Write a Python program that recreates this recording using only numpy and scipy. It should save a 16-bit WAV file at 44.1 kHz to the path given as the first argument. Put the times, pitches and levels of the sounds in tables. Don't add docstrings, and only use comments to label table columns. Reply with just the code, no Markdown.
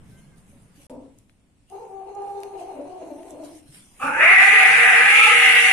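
import sys
import numpy as np
from scipy import signal
from scipy.fft import rfft, irfft
from scipy.io import wavfile
from scipy.ndimage import uniform_filter1d, minimum_filter1d

SR = 44100
rng = np.random.default_rng(int(sys.argv[2]) if len(sys.argv) > 2 else 0)


def voltage_ratio(decibels):
    exponent = np.asarray(decibels, float) / 20
    return 10 ** exponent


def wav_out(sig):
    wavfile.write(sys.argv[1], SR, np.round(np.clip(np.atleast_2d(sig).T, -1, 1) * 32767).astype(np.int16))


N = 252252
T = np.arange(N) / SR
CUT_S = .868, .8975
GROWL_S, MOAN_START_S, MOAN_END_S = (.897, 1.1), 1.716, 3.7

# time in seconds, effort in dB, mouth resonance in Hz, strain [0-1].
YOWL = [
    (3.996, -33, 1169, 0.6),
    (4.034, -24.5, 1297, 0.59),
    (4.12, -27, 1472, 0),
    (4.27, -10, 1988, 0),
    (4.46, -13.5, 1982, 0.64),
    (5.03, -14, 1843, 0.56),
    (5.21, -11, 2309, 0.92),
    (5.3, -14, 2007, 0.96),
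    (5.72, -13.5, 1988, 0.91),
]
# time in seconds, pitch in Hz.
FOLD_PITCH = [
    (3.996, 539.9),
    (4.18, 559.5),
    (4.32, 737),
    (4.5, 796),
    (4.64, 750.1),
    (4.74, 809.2),
    (4.88, 749.4),
    (5.26, 835.6),
    (5.44, 767.7),
]
# start in seconds, length in seconds, lift in dB.
FOLD_SPELLS = [
    (4.011, 0.17, 15.5),
    (4.163, 0.11, 13),
    (4.318, .2, 14),
    (4.556, 0.08, 13),
    (4.824, 0.142, 10),
    (4.978, 0.082, 8),
    (5.215, 0.074, 13.5),
    (5.406, .07, 5.5),
    (5.654, 0.086, 11.5),
]
# start in seconds, length in seconds, lift in dB.
SECOND_SPELLS = [
    (4.03, 0.154, 12),
    (4.53, 0.05, 7.2),
    (4.78, 0.071, 13.7),
    (4.94, 0.076, 7.5),
    (5.27, 0.16, 8.5),
    (5.52, 0.12, 5.4),
]
# start in seconds, length in seconds, lift in dB.
SUM_SPELLS = [
    (4.0, 0.199, 20.5),
    (4.24, 0.11, 2.5),
    (4.43, 0.17, 9),
    (4.72, .2, 7),
    (4.998, 0.198, 10),
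    (5.191, 0.131, 22),
    (5.35, 0.24, 6),
]
# start in seconds, length in seconds, lift in dB.
LIP_SPELLS = [
    (4.0, 0.38, 11.3),
    (4.36, 0.25, 17.4),
    (4.62, 0.12, 8.9),
    (5.14, 0.11, 5.4),
]
# frequency in Hz, density in dB per Hz.
RASP = [(90, -84.5), (155, -22.0), (250, -38.5), (400, -16.5), (600, -22.5), (780, -8.5), (1050, -9.5),
        (1300, -2.0), (1600, -6.5), (2000, -2.0), (2500, 4.5), (3100, -14.5), (3800, -28.0),
        (5000, -8.0)][:-1] + [(4600, -25), (11000, -23), (12000, -80)]
# frequency in Hz, density in dB per Hz.
HISS = [(2500, -35.0)] + [(3000, 0.0), (3800, -30.0), (4800, -22.0), (6200, -19.5), (8000, -20.5),
        (9200, -14.5), (10200, -11.5), (11200, -22.0), (11700, -27.0), (12100, -77.0), (12800, -16.5),
        (13500, -36.0), (14300, -46.0), (15800, -92.0)][1:]


def yowl():
    gate, effort_db, mouth_hz, strain = columns(YOWL)
    fold_hz = columns(FOLD_PITCH)[1]
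    second_hz = blend((244.24, 469.3), np.tanh(np.maximum(T - YOWL[0][0], 0) / 0.2 / 2))

    def tone_level(base_db, spells):
        lift_db = sum(lift * span(start, start + length, 0.01) for start, length, lift in spells)
        return effort_db + base_db + lift_db

    tone_db = np.array([tone_level(-29.5, FOLD_SPELLS), tone_level(-31.5, SECOND_SPELLS),
                        tone_level(-29.5, SUM_SPELLS), tone_level(-22.5, LIP_SPELLS)])
    upper_hz, upper_db = blend((2540, 2668), strain), blend((-30.5, -4), strain)
    rasp_db, hiss_db = blend((4.5, -3), strain), blend((-21.5, -13), strain)

    rough = np.interp(T, (4.13, 4.3), (1., .5))
    high = folds(fold_hz, .05 * rough, 50)
    low = folds(second_hz, .05 * rough, 50)
    flutter = voltage_ratio(4.5 * np.array([wobble(35), wobble(35), wobble(35), wobble(60)]))
    phases = [high, low, high + low, folds(mouth_hz, .024, 60)]
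    tones = flutter * voltage_ratio(tone_db) * np.cos(phases)

    shaken_high = high + .9 * rough * wobble(150)
    shaken_low = low + 1.3 * rough * wobble(150)
    beat = pulses(shaken_high, count=6) * (1 + 0.88 * pulses(shaken_low, count=3))
    beat = beat * voltage_ratio(3.1 * wobble(215))
    puff_size = (0.81 + np.cos(shaken_high / 2) ** 2) * voltage_ratio(0.64 * wobble(380))
    puffs = puff_size * rng.standard_normal((2, N))
    drive = beat + .7 * puffs[0]

    narrow = np.clip((2000 - mouth_hz) / 450, .3, .95)
    mouth = np.sqrt(narrow) * resonate_twice(drive, mouth_hz, 346)
    mouth = mouth + np.sqrt(1 - narrow) * resonate_twice(drive, mouth_hz, 753)
    mouth = mouth + voltage_ratio(upper_db) * resonate_twice(drive, upper_hz, 555)
    rasp = voltage_ratio(rasp_db - 8.8 * narrow) * colour(drive, RASP, gate)
    hiss = voltage_ratio(hiss_db) * colour(puffs[1], HISS, gate)
    return gate * (np.sqrt(2) * tones.sum(0) + voltage_ratio(effort_db - 1.0) * (mouth + rasp + hiss))


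# start in seconds, pitch in Hz, effort in dB, second harmonic in relative dB.
MOAN = [(1.66, 392, -47, 9), (1.784, 450.6, -48.5, -2), (1.875, 386.2, -47, 7), (2.046, 399.2, -49, 5),
        (2.139, 401.2, -41.5, 7), (2.325, 398.6, -39.5, 0), (2.495, 394.3, -40.5, 4),
        (2.575, 358.7, -46.5, 9), (2.65, 382, -45.5, 8.5), (2.73, 293.5, -51, 10), (2.84, 368.4, -42, 1),
        (2.99, 318.3, -46, 6), (3.05, 341.5, -44.5, 0), (3.09, 294.7, -40, 2), (3.13, 344.8, -48.5, 2),
        (3.24, 364.8, -45.5, -2), (3.3, 307.5, -45, 0.5), (3.46, 326.7, -49.5, -15),
        (3.56, 303.6, -61.5, -20), (3.661, 310.6, -72, -1)]
# start in seconds, end in seconds.
STEADY = [
    (1.87, 2.03),
    (2.13, 2.56),
    (2.85, 2.98),
]
# frequency in Hz, density in dB per Hz.
SHUT = [(120, -25.0), (200, -35.0), (300, -19.5), (400, -2.0), (550, -4.0), (720, -7.5), (900, -4.5),
        (1200, -17.0), (1700, -24.0), (2800, -24.0), (3500, -39.0), (4200, -22.0), (5200, -52.0),
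        (6300, -14.5), (12000, -59)]


def moan():
    growl_row = (GROWL_S[0], 268.02, -50.5, -8)
    starts, *steps = np.transpose([growl_row] + MOAN)
    now = np.maximum(np.searchsorted(starts, T) - 1, 0)
    glide = int(0.025 * SR)
    hz, first_db, second_db = (uniform_filter1d(step[now], glide) for step in steps)
    growling = span(*GROWL_S, 0.0031)
    gate = growling + span(MOAN_START_S, MOAN_END_S, 0.031)

    first_db = first_db - 110 * growling * (T - GROWL_S[0])
    first_db = first_db - 8.5 * sum(np.exp(-((T - s) / 0.014) ** 2) for s in starts[2:])
    break_s = 2.72
    moan_rasp_db = np.interp(T, (break_s, MOAN_END_S), (13.5, -2))
    rasp_db = first_db + blend((moan_rasp_db, 13), growling)
    second_db = first_db + second_db
    restless = np.select([T < MOAN[0][0] - .1, T < break_s], [1., .3], .58)
    rough = blend((restless, .13), sum(span(start, end, 0.06) for start, end in STEADY))

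    phase = folds(hz, .08 * rough, 40)
    upper = np.cos(2 * phase)
    upper = upper + voltage_ratio(-20.5) * np.cos(3 * phase + 0.92 * wobble(45))
    upper = upper + voltage_ratio(-31.0) * np.cos(4 * phase + 2.6 * wobble(61))
    tones = voltage_ratio(first_db) * np.cos(phase) + voltage_ratio(second_db) * upper
    tones = tones * voltage_ratio((1 + 4 * rough) * wobble(30))

    uneven = pulses(phase + 1.1 * wobble(90), count=12) * voltage_ratio(3 * wobble(70))
    uneven = uneven + .3 * rng.standard_normal(N)
    skirts = resonate_twice(uneven, hz, 170) + resonate_twice(uneven, 2 * hz, 240)
    rasp = voltage_ratio(-5.5) * skirts + voltage_ratio(-2.5) * colour(uneven, SHUT, gate)
    chest = signal.lfilter(*signal.butter(4, 1120, fs=SR), rasp)
    rasp = blend((rasp, chest), growling)
    return gate * (np.sqrt(2) * tones + rough * voltage_ratio(rasp_db + 1.0) * rasp)


# time in seconds, treble peak in dB, lower knock
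# peak in dB.
TICKS = [(0.896, -53, -45), (0.898, -55, -44), (1.187, -40, -72), (1.296, -66, -43), (1.70, -40, -50),
         (2.151, -41, -62), (2.221, -42, -62.5), (2.404, -38, -55), (2.434, -31, -26.5), (3.16, -43, -75),
         (3.232, -56, -41.5), (3.307, -27, -57), (3.746, -41, -34.5)]
# time in seconds, peak in dB, frequency in Hz.
THUDS = [
    (.53, -55.5, 560),
    (.56, -45.5, 248),
    (0.779, -48, 285),
    (.8, -58, 558),
    (3.69, -45, 142),
    (3.768, -47, 193),
    (4.031, -42, 159),
    (4.07, -36, 230),
]
# time in seconds, pitch in Hz, level in dB.
SQUEAK = [
    (0.12, 1540, -67),
    (0.17, 1556, -63),
    (0.3, 1660, -76),
    (0.346, 1557, -63),
    (0.37, 1595, -80),
]


def paws():
    size = 4000
    out, t = np.zeros((2, N + size)), np.arange(size) / SR
    for s, db, low_db in TICKS:
        crack = rng.standard_normal((2, size)) * voltage_ratio(-60 * t / 0.0053)
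        bright = signal.lfilter(*signal.butter(3, (6000, 11000), "band", fs=SR), crack)
        knock = signal.lfilter(*signal.butter(2, (750, 3200), "band", fs=SR), crack)
        tick = voltage_ratio(db) * bright / abs(bright).max() + voltage_ratio(low_db) * knock / abs(knock).max()
        out[:, round(s * SR):round(s * SR) + size] += tick
    for s, db, hz in THUDS:
        thud = voltage_ratio(db - 60 * t / 0.15) * np.sin(2 * np.pi * hz * t)
        out[:, round(s * SR):round(s * SR) + size] += thud
    gate, hz, db = columns(SQUEAK)
    phase = folds(hz, 0.01, 42)
    squeak = np.cos(phase) + voltage_ratio(-4) * np.cos(4 / 3 * phase)
    return out[:, :N] + gate * voltage_ratio(db) * squeak


# time in seconds, peak in dB, time to fall 10 dB in seconds
FUR = [(0, -85, 1.5), (.1, -62, 0.12), (.19, -62.5, 0.08), (.38, -61.5, .035), (.49, -63, 0.13),
       (.63, -74, -0.1), (.76, -61.5, 0.04), (.83, -64, -0.07), (.9, -54.5, -0.08), (1.185, -70, 0.07),
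       (1.3, -71, .03), (1.699, -63, 0.1), (2.28, -66.5, 0.2), (2.41, -68, 0.08), (2.44, -72, 0.07),
       (2.599, -54, 0.06), (3.16, -75.5, 1), (3.312, -54.5, -0.03), (3.449, -48.5, 0.04), (3.56, -60, 0.17),
       (3.68, -64, 0.1), (3.75, -48.5, 0.11), (4.021, -49, 0.18)]
# frequency in Hz, density in dB per Hz.
FUR_TONE = [(500, -7), (1200, -12.5), (2000, -9.5), (3000, -7.5), (4500, -11.0), (6000, -8.5), (7500, -9.5),
            (9200, -3.0), (10500, -8.0), (12000, -12.0), (14000, -21.0), (15800, -48.0)]


def fur():
    strokes = 0
    for s, db, fall in FUR:
        after, before = (T - s) / fall, (s - T) / fall / 0.29
        strokes = strokes + voltage_ratio(db - 10 * np.maximum(after, before))
    shuffle_s = 1.7, 3.6
    strokes = strokes + span(*shuffle_s, .03) * voltage_ratio(np.interp(T, shuffle_s, (-69.5, -59)))
    return strokes * voltage_ratio(1.06 * wobble(150)) * wash(FUR_TONE, patchy_db=3.5)


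# time in seconds, level
# in dB.
TONE_DB = [
    [(0.0, -48.5), (.2, -51.5), (0.87, -53.5)],
    [(0.9, -53), (1.3, -60.5), (3.8, -58.5), (4.25, -52), (4.7, -75.5), (5.72, -70)],
]
# frequency in Hz, density in dB per Hz.
TONES = [
    [(25, 2.5), (60, -2), (90, -9), (155, 4.5), (250, -8.5), (400, -15.5), (700, -20), (1500, -25), (2600, -27.5), (4000, -36), (6000, -34), (9000, -30.5), (11500, -38), (15800, -56)],
    [(25, 2.5), (60, -7), (90, 0.5), (155, -5), (250, -5), (400, -17), (700, -20.5), (1500, -28), (2600, -26.5), (4000, -32), (6000, -32), (9000, -28), (11500, -38), (15800, -54)],
]


def room_tone():
    tone = (T > CUT_S[1]) * voltage_ratio(-86) * np.cos(2 * np.pi * 8720 * T + 3 * np.sin(2 * np.pi * 7 * T))
    for rows, spectrum in zip(TONE_DB, TONES):
        gate, db = columns(rows)
        tone = tone + gate * voltage_ratio(db) * wash(spectrum, patchy_db=1.0)
    return tone


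# frequency in Hz, left-right likeness [0-1].
SAME = [(25, .5), (60, .92), (180, .8), (500, .7), (1000, .3), (1660, .1), (9000, .05)]


def pair_ports(left, other, hz):
    same = np.clip(read(SAME, hz), 0, 1)[:, None]
    return np.array([left, same * left + np.sqrt(1 - same ** 2) * other])


def wash(spectrum, patchy_db):
    hz = np.fft.rfftfreq(1024, 1 / SR)
    a, b, c, d, patches = rng.standard_normal((N // 256 + 5, 513, 5)).T
    patches = smooth_patches(patches, 10, 12)
    z = pair_ports(a + 1j * b, c + 1j * d, hz)
    z = z * voltage_ratio(read(spectrum, hz)[:, None] + patchy_db * patches)
    return evened(signal.istft(z, nperseg=1024, noverlap=768)[1][:, :N])


# frequency in Hz, time to fall 60 dB in seconds.
WALLS = [(150, 0.65), (500, 0.33), (2000, 0.37), (6000, 0.47), (14000, 0.13)]


def walls(x):
    taps = np.zeros((2, SR))
    at = np.arange(100, SR - 20, 20) + rng.integers(0, 20, (2, (SR - 101) // 20))
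    np.put_along_axis(taps, at, rng.choice([-1., 1.], at.shape), 1)
    hz, t, z = signal.stft(taps, SR, nperseg=256)
    decay = voltage_ratio(-60 * t / read(WALLS, hz)[:, None])
    tail = signal.istft(pair_ports(z[0], z[1], hz) * decay, SR, nperseg=256)[1]
    tail = tail / np.linalg.norm(tail, axis=1)[:, None]
    return signal.fftconvolve(x[None], tail, axes=1)[:, :N]


def evened(x):
    return x / np.sqrt(np.mean(x ** 2) + 1e-20)


def smooth_patches(x, across_hz, across_time):
    return evened(uniform_filter1d(uniform_filter1d(x, across_hz, axis=0), across_time, axis=1))


def read(points, hz):
    f, value = np.transpose(points)
    return np.interp(np.log(hz + 1), np.log(f + 1), value)


def columns(rows):
    s, *cols = np.transpose(rows)
    gate = uniform_filter1d(1. * ((T >= s[0]) & (T <= s[-1])), size=200)
    return [gate] + [np.interp(T, s, col) for col in cols]


def span(start, end, edge_s):
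    return np.clip(np.minimum(T - start, end - T) / edge_s + .5, 0, 1)


def blend(pair, share):
    return pair[0] + (pair[1] - pair[0]) * share


def colour(x, spectrum, gate):
    y = irfft(rfft(x * gate) * voltage_ratio(read(spectrum, np.fft.rfftfreq(N, 1 / SR))), N)
    return y / np.sqrt(np.sum(y ** 2) / np.sum(gate ** 2))


def resonate(x, hz, width):
    turn = np.exp(2j * np.pi * np.cumsum(hz * np.ones(N)) / SR)
    r = np.exp(-np.pi * width / SR)
    return 2 * (turn * signal.lfilter([1 - r], [1, -r], x / turn + 1e-18)).real


def resonate_twice(x, hz, width):
    return evened(resonate(resonate(x, hz, width), hz, width))


def wobble(hz):
    return evened(signal.lfilter(*signal.butter(2, min(hz, 5000), fs=SR), rng.standard_normal(N)))


def folds(hz, jitter, jitter_hz):
    return 2 * np.pi * np.cumsum(hz * (1 + jitter * wobble(jitter_hz))) / SR


def pulses(phase, count):
    return sum(np.cos(k * phase) for k in range(1, count + 1)) / np.sqrt(count / 2)


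def scene():
    cat, small = yowl() + moan(), paws()
    turned_away = signal.lfilter(*signal.butter(1, 5000, fs=SR), cat)
    direct = np.array([turned_away, np.r_[np.zeros(4), turned_away[:-4]]])
    lean = voltage_ratio(np.array([[.5], [-.5]]) * 2 * span(GROWL_S[0], MOAN_END_S, 0.18))
    voices = lean * (voltage_ratio(-5) * direct + voltage_ratio(-2) * walls(cat))
    return voices + small + voltage_ratio(-9.5) * walls(small.mean(0)) + fur() + room_tone()


# frequency in Hz, share of bands dropped [0-1].
HOLES = [(3200, 0), (4200, .18), (5000, .28), (7000, .22), (8500, .04), (10500, .05), (11300, .25),
         (13000, .3)]


def treble_dropouts(x):
    hz, t, z = signal.stft(x, SR, nperseg=1024, noverlap=768)
    patches = smooth_patches(rng.standard_normal((len(t), len(hz))).T, 6, 14)
    chance = 1 / (1 + np.exp(-1.7 * patches))
    power = (abs(z) ** 2).mean(0)
    power = uniform_filter1d(uniform_filter1d(power, size=5, axis=0), size=9, axis=1)
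    floor = power.max(0) * voltage_ratio(2 * (-50 - 4 * patches))
    masked = (power < floor) & (hz[:, None] > 4000)
    kept = np.where(masked | (chance < read(HOLES, hz)[:, None]), voltage_ratio(-40), 1)
    return signal.istft(z * kept, SR, nperseg=1024, noverlap=768)[1][:, :N]


def low_pass(x):
    return signal.sosfilt(signal.butter(12, 15720, fs=SR, output="sos"), x)


def record(dry):
    room_left = np.minimum(.9 / (abs(dry).max(0) + 1e-9), 1)
    limited = dry * uniform_filter1d(minimum_filter1d(room_left, size=301), size=301)
    sounding = (T < CUT_S[0]) | (T > CUT_S[1])
    return low_pass(treble_dropouts(limited) * sounding)


dry = scene()
out = record(dry)
wav_out(out)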